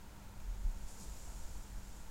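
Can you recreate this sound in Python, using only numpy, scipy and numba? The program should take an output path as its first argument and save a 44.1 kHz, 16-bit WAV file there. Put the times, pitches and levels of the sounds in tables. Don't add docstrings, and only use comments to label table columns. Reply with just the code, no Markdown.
import sys
import numpy as np
from scipy import signal
from scipy.fft import rfft, irfft
from scipy.io import wavfile
from scipy.ndimage import uniform_filter1d
from numba import njit

SR = 44100
rng = np.random.default_rng(int(sys.argv[2]) if len(sys.argv) > 2 else 0)


def pcm_store(signal):
    levels = np.round(np.clip(np.atleast_2d(signal), -1, 1) * 32767)
    wavfile.write(sys.argv[1], SR, levels.astype(np.int16).T)


N = 92610

# pitch_hz, relative_db
CLOTH_TONE = [(500, -21.5), (2000, -5), (3500, -4), (5000, 1.5), (7000, 1.5), (9000, 0), (11000, -4),
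              (13500, -7), (16000, -20)]


def undb(db):
    return 10 ** (np.asarray(db) / 20)


def unit(x):
    return x / np.sqrt(np.mean(x ** 2))


def curve(points):
    return np.interp(np.arange(N) / SR, *np.array(points, float).T)


def colour(x, points):
    hz, db = np.array(points, float).T
    all_hz = np.maximum(np.fft.rfftfreq(N, 1 / SR), 1)
    gain = undb(np.interp(np.log(all_hz), np.log(hz), db))
    return unit(irfft(rfft(x) * gain, N))


@njit
def band_pass(x, hz, width_hz):
    out, band, low = np.empty(len(x)), 0., 0.
    for i in range(len(x)):
        tuning, damping = np.tan(np.pi * hz[i] / SR), width_hz / hz[i]
        swing = (band + tuning * (x[i] - low)) / (1 + tuning * (tuning + damping))
        band, low = 2 * swing - band, low + 2 * tuning * swing
        out[i] = damping * swing
    return out


def resonate(x, hz, width_hz, passes=1):
    for _ in range(passes):
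        x = unit(band_pass(x, hz * np.ones(N), float(width_hz)))
    return x


def noise():
    return rng.standard_normal(N)


def wander(per_s):
    span = max(int(SR / per_s), 1)
    smoothed = uniform_filter1d(noise(), span, mode="wrap")
    return unit(uniform_filter1d(smoothed, span, mode="wrap"))


def swell(start_s, attack_s, decay_s):
    age_s = np.arange(N) / SR - start_s
    return np.clip(age_s / attack_s, 0, 1) * np.exp(-np.maximum(age_s - attack_s, 0) / decay_s)


def room_air():
    # pitch_hz, relative_db
    air_tone = [(20, 12), (60, 14), (120, 6.5), (200, 1.5), (300, -1), (480, -4.8), (750, -5.7),
                (1150, -11.3), (1800, -11.3), (3000, -14.8), (6000, -18), (10000, -21), (16000, -21)]
    # time_s, level_db
    murmur_levels = [(0, -84), (.8, -76), (.95, -68), (1.27, -67), (1.55, -71), (1.78, -82), (2.1, -76)]
    murmur = resonate(noise(), 580, width_hz=600, passes=2)
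    return undb(-55.4) * colour(noise(), air_tone) + undb(curve(murmur_levels)) * murmur


def aquarium_pump():
    # mains_multiple, level_db
    hum_tones = [(2, -75.5), (3, -74), (4, -67.1), (6, -80.5)]
    # pitch_hz, width_hz, level_db
    housing_rings = [(900, 85, -67.8), (1385, 200, -71), (6950, 2000, -72.5)]
    mains_hz, waver_db, waver_rad = 50, 2.5, 0.15
    t = np.arange(N) / SR
    hum = np.zeros(N)
    for multiple, db in hum_tones:
        phase = 2 * np.pi * (multiple * mains_hz * t + rng.random()) + waver_rad * wander(per_s=4.4)
        hum += np.sqrt(2) * undb(db + waver_db * wander(per_s=11)) * np.sin(phase)
    rush = sum(undb(db) * resonate(noise(), hz, width_hz) for hz, width_hz, db in housing_rings)
    return hum + rush


def faint_tick():
    loudness = undb(-55) * swell(start_s=0.401, attack_s=0.0003, decay_s=0.0017)
    return loudness * resonate(noise(), 900, width_hz=2500)


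def camera_handling():
    # time_s, level_db
    grip_levels = [(0, -53), (.38, -48), (.52, -45.5), (.8, -49), (.95, -47), (1.12, -44.5), (1.4, -45),
                   (1.72, -47), (2.1, -47)]
    # pitch_hz, relative_db
    rumble_tone = [(4, -2), (11, 6), (22, -4), (35, -3), (52, -5.5), (72, -17), (115, -21), (200, -36.5),
                   (500, -62.5)]
    # start_s, level_db, pitch_hz, attack_s, decay_s
    bumps = [(0.414, -35.5, 42, 0.09, 0.12), (0.644, -26.5, 31, 0.013, 0.048), (0.75, -42, 55, 0.02, 0.035),
             (1.553, -39, 48, .008, .02), (1.72, -37.5, 39.8, .025, 0.022)]
    t = np.arange(N) / SR
    out = undb(curve(grip_levels)) * colour(noise(), rumble_tone)
    for start_s, db, hz, attack_s, decay_s in bumps:
        rocking = np.sin(2 * np.pi * hz * (t - start_s))
        knock = undb(-24.5) * resonate(noise(), 109.5, width_hz=54, passes=2)
        out += undb(db) * swell(start_s, attack_s, decay_s) * (rocking + knock)
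    return out


def fibre_slips():
    slips_per_s, spread_db = 8000, 2.5
    slipping = rng.random(N) < slips_per_s / SR
    return slipping * np.sign(noise()) * undb(spread_db * noise())


def sleeve_slide():
    # time_s, level_db
    slide_levels = [(0, -92), (.394, -92), (.405, -70.5), (.5, -72.5), (.66, -70.7), (.86, -64.5),
                    (.95, -60.3), (1.14, -59.5), (1.28, -61), (1.5, -62), (1.76, -66), (1.87, -64.5),
                    (2.0, -65), (2.1, -69.5)]
    # pitch_hz, width_hz, relative_db
    slide_rings = [(5710, 510, -15.5), (6750, 650, -7.8), (7380, 1100, -6.2)]
    flutter_db, pitch_rise_per_db = 0.63, 0.004
    pressure_db = curve(slide_levels)
    loudness = undb(pressure_db + flutter_db * wander(per_s=76))
    pitch_scale = 1 + pitch_rise_per_db * (pressure_db - np.median(pressure_db))
    hiss = undb(-2) * colour(fibre_slips(), CLOTH_TONE)
    ring = sum(undb(db) * resonate(fibre_slips(), hz * pitch_scale, width_hz, passes=2)
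               for hz, width_hz, db in slide_rings)
    return loudness * (hiss + ring)


def sleeve_catches():
    # start_s, burst_db, attack_s, burst_decay_s, tug_db
    catches = [(.864, -57.5, .028, 0.044, -67), (.993, -56, .012, 0.053, -55)]
    out = np.zeros(N)
    for start_s, burst_db, attack_s, burst_decay_s, tug_db in catches:
        burst = resonate(colour(fibre_slips(), CLOTH_TONE), 7300, width_hz=4000)
        out += undb(burst_db) * swell(start_s, attack_s, burst_decay_s) * burst
        tug = resonate(noise(), 165, width_hz=180, passes=2)
        out += undb(tug_db) * swell(start_s, attack_s, decay_s=0.055) * tug
    return out


def scene():
    room = aquarium_pump() + room_air()
    return (room + sleeve_slide() + sleeve_catches() + camera_handling() + faint_tick())[None]


def record(dry):
    top_hz = 15800
    return signal.sosfilt(signal.ellip(10, .1, 70, top_hz, fs=SR, output="sos"), dry)


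dry = scene()
out = record(dry)
pcm_store(out)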